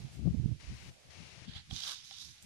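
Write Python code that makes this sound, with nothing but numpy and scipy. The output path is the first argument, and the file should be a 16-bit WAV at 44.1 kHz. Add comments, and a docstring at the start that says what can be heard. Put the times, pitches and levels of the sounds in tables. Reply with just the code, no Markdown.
"""Dry palm fronds are carried over a field. First, wind buffets the two microphone ports in turn over a soft
outdoor hiss, which steps up on the left at 0.6 s and 1.1 s. At 1.5 s a frond brushes past, a little to the
right, its stiff leaflets crackling and snapping. At 1.7 s it swings down, knocks its stalk on the ground
and sweeps the dry soil. From 2.1 s it settles with a second knock and a last rustle."""
import sys
import numpy as np
from scipy import signal
from scipy.fft import rfft, irfft, next_fast_len
from scipy.io import wavfile
from scipy.ndimage import uniform_filter1d

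SR = 44100
rng = np.random.default_rng(int(sys.argv[2]) if len(sys.argv) > 2 else 0)


def int16_out(signal):
    """Quantize to a 16-bit WAV file."""
    q = np.round(np.clip(np.atleast_2d(signal).T, -1, 1) * 32767)
    wavfile.write(sys.argv[1], SR, q.astype(np.int16))


N = 108045
T = np.arange(N) / SR

# spectra of the frond's body and its thin tips: f/Hz, relative level/dB
FROND_SPECTRUM = [(300, -56), (800, -27.5), (1900, -28), (2600, -18.5), (3100, -10), (3750, -4),
                  (4200, -11), (4800, -9.5), (6200, -12), (7600, -24.5), (9300, -28), (11500, -33),
                  (15000, -45)]
TIPS_SPECTRUM = [(2000, -32), (5000, -18), (7500, -1.5), (10000, -8), (13000, -12.5), (15000, -19)]


def from_db(db):
    return 10 ** (np.asarray(db) / 20)


def unit_rms(x):
    return x / np.sqrt(np.mean(x ** 2) + 1e-20)


def envelope(curve):
    """Gain from (t/s, level/dB) points; fades to silence 20-40 ms outside them."""
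    t_s, db = np.transpose(curve)
    inside_s = np.minimum(T - t_s[0], t_s[-1] - T)
    return from_db(np.interp(T, t_s, db)) * np.clip(inside_s * 50 + 2, 0, 1)


def colour(x, spectrum):
    """Minimum-phase filter through (f/Hz, gain/dB) points."""
    size = next_fast_len(N + SR // 4) // 2 * 2
    hz, db = np.transpose(spectrum)
    bins_hz = np.maximum(np.arange(size // 2 + 1) * SR / size, 1)
    gain = from_db(np.interp(np.log(bins_hz), np.log(hz), db))
    cepstrum = irfft(np.log(gain))
    cepstrum[1:size // 2] *= 2
    cepstrum[size // 2 + 1:] = 0
    return irfft(rfft(x, size) * np.exp(rfft(cepstrum)))[:N]


def noise(spectrum):
    """Coloured noise, unit rms."""
    return unit_rms(colour(rng.standard_normal(N), spectrum))


def drift(hz):
    """Slow random wander, unit rms."""
    pole = np.exp(-2 * np.pi * hz / SR)
    return unit_rms(signal.lfilter([1], [1, -2 * pole, pole * pole], rng.standard_normal(N + SR))[SR:])


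def from_right(direct, scattered, lag_s=0.00008, direct_gain=0.18):
    """The left port hears the frond later, shaded and mostly scattered."""
    # shading at the left port: f/Hz, gain/dB
    shade = [(600, -0.5), (1200, -1), (2100, 2.5), (3600, -14), (4800, -8.5), (7000, -12.5), (9000, -10),
             (11000, -0.5), (14000, -21)]
    left = direct_gain * np.roll(direct, int(lag_s * SR)) + np.sqrt(1 - direct_gain ** 2) * scattered
    return np.array([colour(left, shade), direct])


def rustle(flutter_db=1.14, flutter_hz=43.7, ring_db=-10):
    """Strokes of the frond: fluttering crackle and ringing leaflets, each stroke with its own spectrum."""
    # strokes: t/s, level/dB
    brush = [(1.46, -63.5), (1.49, -50.5), (1.522, -52), (1.545, -52.5), (1.567, -44.5), (1.598, -50.5),
             (1.645, -72)]
    swing = [(1.69, -75), (1.708, -50), (1.74, -44.5), (1.77, -39.5), (1.815, -41), (1.85, -37.5),
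             (1.9, -37.5), (1.95, -44), (2.01, -50.5), (2.07, -61), (2.13, -48.5), (2.2, -52)]
    scrape = [(1.69, -75), (1.71, -62), (1.8, -63), (1.85, -52.5), (1.885, -46), (1.925, -47), (1.955, -61),
              (2.0, -79)]  # leaflets over dry soil
    settle = [(2.07, -52), (2.105, -53.5), (2.16, -60.5), (2.215, -47), (2.3, -53), (2.36, -61.5),
              (2.45, -66)]
    tips = [(0, -66), (.08, -83), (.14, -63.5), (.21, -75), (.6, -74), (.86, -65.5), (.94, -71.5),
            (2.0, -92), (2.33, -69.5), (2.41, -75), (2.43, -57), (2.45, -64)]  # thin, bright brushing of leaf tips
    # their spectra: f/Hz, relative level/dB
    brush_spectrum = [(300, -66), (800, -4.5), (1100, -16), (1700, -6), (2600, -7), (3300, 6), (3900, 1),
                      (4600, 1), (5400, -12), (7500, -16), (14000, -37)]
    scrape_spectrum = [(200, -16), (480, -16), (760, -6), (950, -7), (1170, 0), (1350, -4), (1570, -1),
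                       (1950, -12), (2700, -7), (5000, -10), (9000, -8), (12000, -16), (15000, -21)]
    settle_spectrum = [(300, -59), (800, -23), (1900, -26), (2800, -22), (3300, -7), (3750, -0.5),
                       (4200, -5.5), (4800, -4.5), (6200, -3.5), (7600, -17), (9300, -18), (11500, -19.5),
                       (15000, -44)]
    strokes = [(brush, brush_spectrum), (swing, FROND_SPECTRUM), (settle, settle_spectrum),
               (scrape, scrape_spectrum), (tips, TIPS_SPECTRUM)]
    rings = [from_db(ring_db) * leaflet_ring() for _ in range(2)]
    out = np.zeros((2, N))
    for curve, spectrum in strokes:
        gain = envelope(curve) * from_db(flutter_db * drift(flutter_hz))
        direct, scattered = [gain * unit_rms(colour(crackle() + ring, spectrum)) for ring in rings]
        out += from_right(direct, scattered)
    return out


def crackle(ticks_per_s=2600, spread_db=5.5, cap_db=12, tick_share=0.64):
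    """Dense ticks of uneven size over the smooth hiss of sliding leaves."""
    sizes_db = np.minimum(spread_db * rng.exponential(1, N), cap_db)
    sizes = from_db(sizes_db) * rng.choice([-1, 1], N)
    ticks = unit_rms(sizes * (rng.random(N) < ticks_per_s / SR))
    return np.sqrt(tick_share) * ticks + np.sqrt(1 - tick_share) * rng.standard_normal(N)


def leaflet_ring(count=40, low_hz=2900, high_hz=10075, t60_s=0.082, flicks_per_s=28):
    """Flicked leaflets ring briefly, each at its own pitch."""
    out = np.zeros(N)
    radius = from_db(-60 / (t60_s * SR))
    for place in (np.arange(count) + rng.random(count)) / count:
        hz = low_hz + place * (high_hz - low_hz)
        resonator = [1, -2 * radius * np.cos(2 * np.pi * hz / SR), radius ** 2]
        flicks = rng.standard_normal(N) * (rng.random(N) < flicks_per_s / SR)
        out += signal.lfilter([1, 0, -1], resonator, flicks + 1e-12 * rng.random(N))
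    return unit_rms(out)


def leaflet_snaps():
    """Stiff leaflets crack and splinter for milliseconds, heard through the frond's body and tips."""
    # t/s, relative level/dB, decay/s, opening crack/dB, body low-pass/Hz, tips gain/dB
    snaps = [(1.4815, -36, .003, 4, 4000, -36), (1.5345, -25, .004, 2, 4000, -38),
             (1.553, -30, .005, 2, 4000, -36), (1.5765, -29.5, .005, 2, 4400, -36),
             (1.5828, -30, .0015, 6, 4400, -36), (1.708, -26.5, .005, 3, 4200, -32),
             (1.754, -28, .004, 3, 6000, -16), (1.7635, -17.5, .0013, 16, 6800, -27),
             (1.836, -18, .004, 6, 4800, -28), (1.8515, -23, .0015, 10, 6500, -22),
             (1.8953, -20, .0014, 14, 6800, -22), (1.9188, -20.5, .002, 13, 6800, -15),
             (2.11, -22, .002, 8, 4100, -34), (2.138, -31, .002, 10, 5000, -26),
             (2.1855, -26.5, .002, 8, 6800, -22), (2.2255, -31, .0012, 14, 6500, -22),
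             (2.382, -39, .004, 3, 5000, -24), (2.4257, -39, .0012, 14, 8000, 1)]
    body, tips = np.zeros((2, N)), np.zeros((2, N))
    age_s = np.arange(SR // 20) / SR
    for t_s, db, decay_s, crack_db, top_hz, tips_db in snaps:
        burst = rng.choice([-1, 1], (2, len(age_s))) * np.exp(-age_s / decay_s)
        burst[:, 0] = from_db(crack_db)
        start = int(t_s * SR)
        burst = from_db(db) * burst[:, :N - start]
        lowpass = signal.butter(4, top_hz, fs=SR, output="sos")
        body[:, start:start + len(age_s)] += signal.sosfilt(lowpass, burst)
        tips[:, start:start + len(age_s)] += from_db(tips_db) * burst
    body /= from_db(max(db for _, db in FROND_SPECTRUM))
    direct, scattered = [colour(b, FROND_SPECTRUM) + colour(t, TIPS_SPECTRUM) for b, t in zip(body, tips)]
    return from_right(direct, scattered)


def stalk_knocks(chatter_s=0.003, highpass_hz=656):
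    """The woody stalk chatters on the ground, which sets it ringing roughly."""
    # ground contacts: t/s, relative level/dB
    knocks = [(1.709, -57), (2.11, -59)]
    # stalk modes: f/Hz, gain/dB, t60/s
    modes = [(786, 5.5, 0.051), (1190, -6, 0.02), (3300, 24, 0.014)]
    force = np.zeros(N)
    age_s = np.arange(SR // 10) / SR
    for t_s, db in knocks:
        chatter = rng.standard_normal(len(age_s)) * np.exp(-age_s / chatter_s)
        start = int(t_s * SR)
        force[start:start + len(age_s)] += from_db(db) * chatter / np.linalg.norm(chatter)
    ring = sum(from_db(db - 60 * age_s / t60_s) * np.sin(2 * np.pi * hz * age_s) for hz, db, t60_s in modes)
    highpass = signal.butter(4, highpass_hz, "high", fs=SR, output="sos")
    knock = signal.sosfilt(highpass, signal.fftconvolve(force, ring)[:N])
    return from_right(knock, knock)


def wind_rumble(smooth_s=0.076):
    """Wind buffets each microphone port with its own rumble."""
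    # gusts at each port: t/s, level/dB
    left_gusts = [(0.0, -54), (0.08, -58.5), (0.27, -26.5), (0.32, -36.5), (0.4, -80), (0.45, -49.5),
                  (0.55, -59.5), (0.67, -64), (0.72, -37.5), (0.81, -64), (0.89, -44), (1.01, -91),
                  (1.07, -50.5), (1.14, -62.5), (1.2, -44), (1.28, -58), (1.58, -52), (1.63, -66),
                  (1.75, -59), (1.95, -65.5), (2.18, -74), (2.42, -74), (2.44, -52.5)]
    right_gusts = [(0.0, -47), (0.05, -41), (0.122, -62.5), (0.29, -57), (0.329, -35), (0.52, -34.5),
                   (0.599, -56.5), (0.7, -43.5), (0.79, -56), (0.83, -49.5), (1.01, -70), (1.52, -70),
                   (1.59, -52), (1.658, -67.5), (1.731, -36.5), (1.83, -74), (2.13, -69), (2.3, -54),
                   (2.36, -70.5), (2.44, -73)]
    # rumble: f/Hz, relative level/dB
    spectrum = [(20, -8), (45, -23), (65, 5), (150, 0.5), (250, -11.5), (350, -17.5), (600, -40.5),
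                (1200, -49.5), (3000, -69)]
    ports = []
    for gusts in (left_gusts, right_gusts):
        flow = noise(spectrum)
        power = uniform_filter1d(flow ** 2, int(smooth_s * SR))
        power = uniform_filter1d(power, int(smooth_s * SR / 2))
        steady_flow = unit_rms(flow / np.sqrt(power))
        ports.append(steady_flow * envelope(gusts))
    return np.array(ports)


def wind_eddies(skew=0.13, fizz_db=-23.5, fizz_ref_hz=158):
    """Single eddies hit a port with lopsided thumps, the faster ones with a little fizz."""
    # t/s, level/dB, f/Hz, half length/s, port (0 left, 1 right)
    eddies = [(0.049, -37, 127.4, 0.016, 1), (0.195, -29, 196, 0.0018, 0), (0.258, -23.5, 218, 0.002, 0),
              (.274, -29.5, 306, 0.0016, 0), (0.2769, -18.5, 173.2, 0.0079, 0), (0.31, -19, 127, 0.0023, 0),
              (0.347, -24, 224, 0.0039, 1), (0.38, -30, 77, 0.0058, 1), (0.4, -19.5, 108, 0.0024, 1),
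              (0.445, -21, 108, 0.0025, 1), (0.46, -15, 125, 0.002, 1), (0.495, -28.5, 146, 0.004, 1),
              (.518, -22, 115, 0.0063, 1), (0.691, -35.5, 55, 0.013, 1), (1.381, -44.5, 107, 0.005, 0),
              (1.422, -35.5, 124, 0.0011, 0), (1.484, -35.5, 199, 0.0035, 0), (1.497, -31, 134, 0.0018, 0),
              (1.565, -33.5, 102, 0.0034, 0), (1.729, -35.5, 80, 0.0049, 1)]
    # fizz: f/Hz, relative level/dB
    fizz_spectrum = [(100, -3), (300, -4), (700, -16), (1200, -28.5), (3000, -67)]
    fizz = from_db(fizz_db) * noise(fizz_spectrum)
    ports = np.zeros((2, N))
    for t_s, db, hz, half_s, port in eddies:
        phase = 2 * np.pi * (hz * (T - t_s) + rng.random())
        pulse = 1 / np.cosh(np.clip((T - t_s) / half_s, -20, 20))
        roughness = skew * np.sin(2 * phase) + fizz * (hz / fizz_ref_hz) ** 2
        ports[port] += from_db(db) * pulse * (np.sin(phase) + pulse * roughness)
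    return ports


def outdoor_hiss(left_db=-3, right_db=-3.5):
    """Soft hiss, independent on each side."""
    # hiss: t/s, relative level/dB
    curve = [(0, -56.5), (.15, -57.5), (.21, -60), (.6, -61), (1.0, -61.5), (1.3, -58), (1.48, -62.5),
             (1.66, -60), (2.0, -57.5), (2.45, -59)]
    # each side: f/Hz, relative level/dB
    left_spectrum = [(30, 2), (200, -10), (450, -12.5), (800, -8.5), (1300, -6.5), (2400, 0), (3500, -2.5),
                     (4800, -3), (6300, -5), (8200, -13), (11500, -18), (13500, -35)]
    right_spectrum = [(30, -40), (200, 2.5), (550, -15), (1000, -15.5), (1400, -2), (2400, 4.5),
                      (4000, 4.5), (6500, 1.5), (7800, -8.5), (10000, -4.5), (12500, -16), (15000, -25)]
    left = from_db(left_db) * noise(left_spectrum)
    right = from_db(right_db) * noise(right_spectrum)
    return envelope(curve) * np.array([left, right])


def distant_wash(left_db=-13.5):
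    """Dull background wash, mostly on the right."""
    # wash: t/s, level/dB
    curve = [(0, -63), (.3, -67), (.45, -73.5), (.75, -75), (.92, -66), (1.3, -67), (1.47, -67.5),
             (1.65, -79.5), (1.95, -92), (2.33, -79.5), (2.44, -69.5)]
    # f/Hz, relative level/dB
    spectrum = [(100, -23), (300, -5), (520, 4), (720, 2.5), (1000, -5.5), (1600, -10.5), (3000, -30)]
    return envelope(curve) * np.array([from_db(left_db) * noise(spectrum), noise(spectrum)])


def hiss_steps(edge_s=0.0095):
    """Stretches of extra hiss switch on and off on the left."""
    # stretches: start/s, end/s, level/dB
    steps = [(0.597, 0.902, -53.5), (1.102, 1.455, -53.5), (1.446, 1.576, -61)]
    # f/Hz, relative level/dB
    spectrum = [(100, -10.5), (350, 2), (700, -0.5), (1400, -2.5), (2100, 4), (2750, 4), (3300, -1),
                (4300, 0), (6000, -1.5), (8200, -14), (10400, -13), (11800, -55)]
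    gain = np.zeros(N)
    for start_s, end_s, db in steps:
        inside_s = np.minimum(T - start_s, end_s - T)
        gain += from_db(db) * np.clip(inside_s / edge_s + 0.5, 0, 1)
    return np.array([gain * noise(spectrum), np.zeros(N)])


def suppress_noise(x, floor_db=-22):
    """Noise suppressor: time-frequency patches under a threshold are turned down."""
    # threshold: f/Hz, power density/dB
    threshold = [(200, -130), (450, -107), (750, -106.5), (1200, -111), (2000, -125), (10000, -125),
                 (12000, -119)]
    bins_hz, _, frames = signal.stft(x, SR, nperseg=1024, scaling="psd")
    power = uniform_filter1d(2 * abs(frames) ** 2, size=5, axis=1)
    power = uniform_filter1d(power, size=3, axis=2)
    hz, db = np.transpose(threshold)
    threshold_power = from_db(np.interp(np.log(bins_hz + 1), np.log(hz), db)) ** 2
    margin = (power / threshold_power[:, None]) ** 2
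    gain = np.maximum(margin / (1 + margin), from_db(floor_db))
    return signal.istft(frames * gain, SR, scaling="psd")[1][:, :N]


def scene():
    """Frond, wind and background as (left, right)."""
    frond = rustle() + stalk_knocks() + leaflet_snaps()
    wind = wind_rumble() + wind_eddies()
    background = outdoor_hiss() + distant_wash() + hiss_steps()
    return frond + wind + background


def record(dry, stopband_hz=15500):
    """Noise suppressor, then a steep low-pass."""
    lowpass = signal.cheby2(16, 60, stopband_hz, fs=SR, output="sos")
    return signal.sosfilt(lowpass, suppress_noise(dry))


dry = scene()
out = record(dry)
int16_out(out)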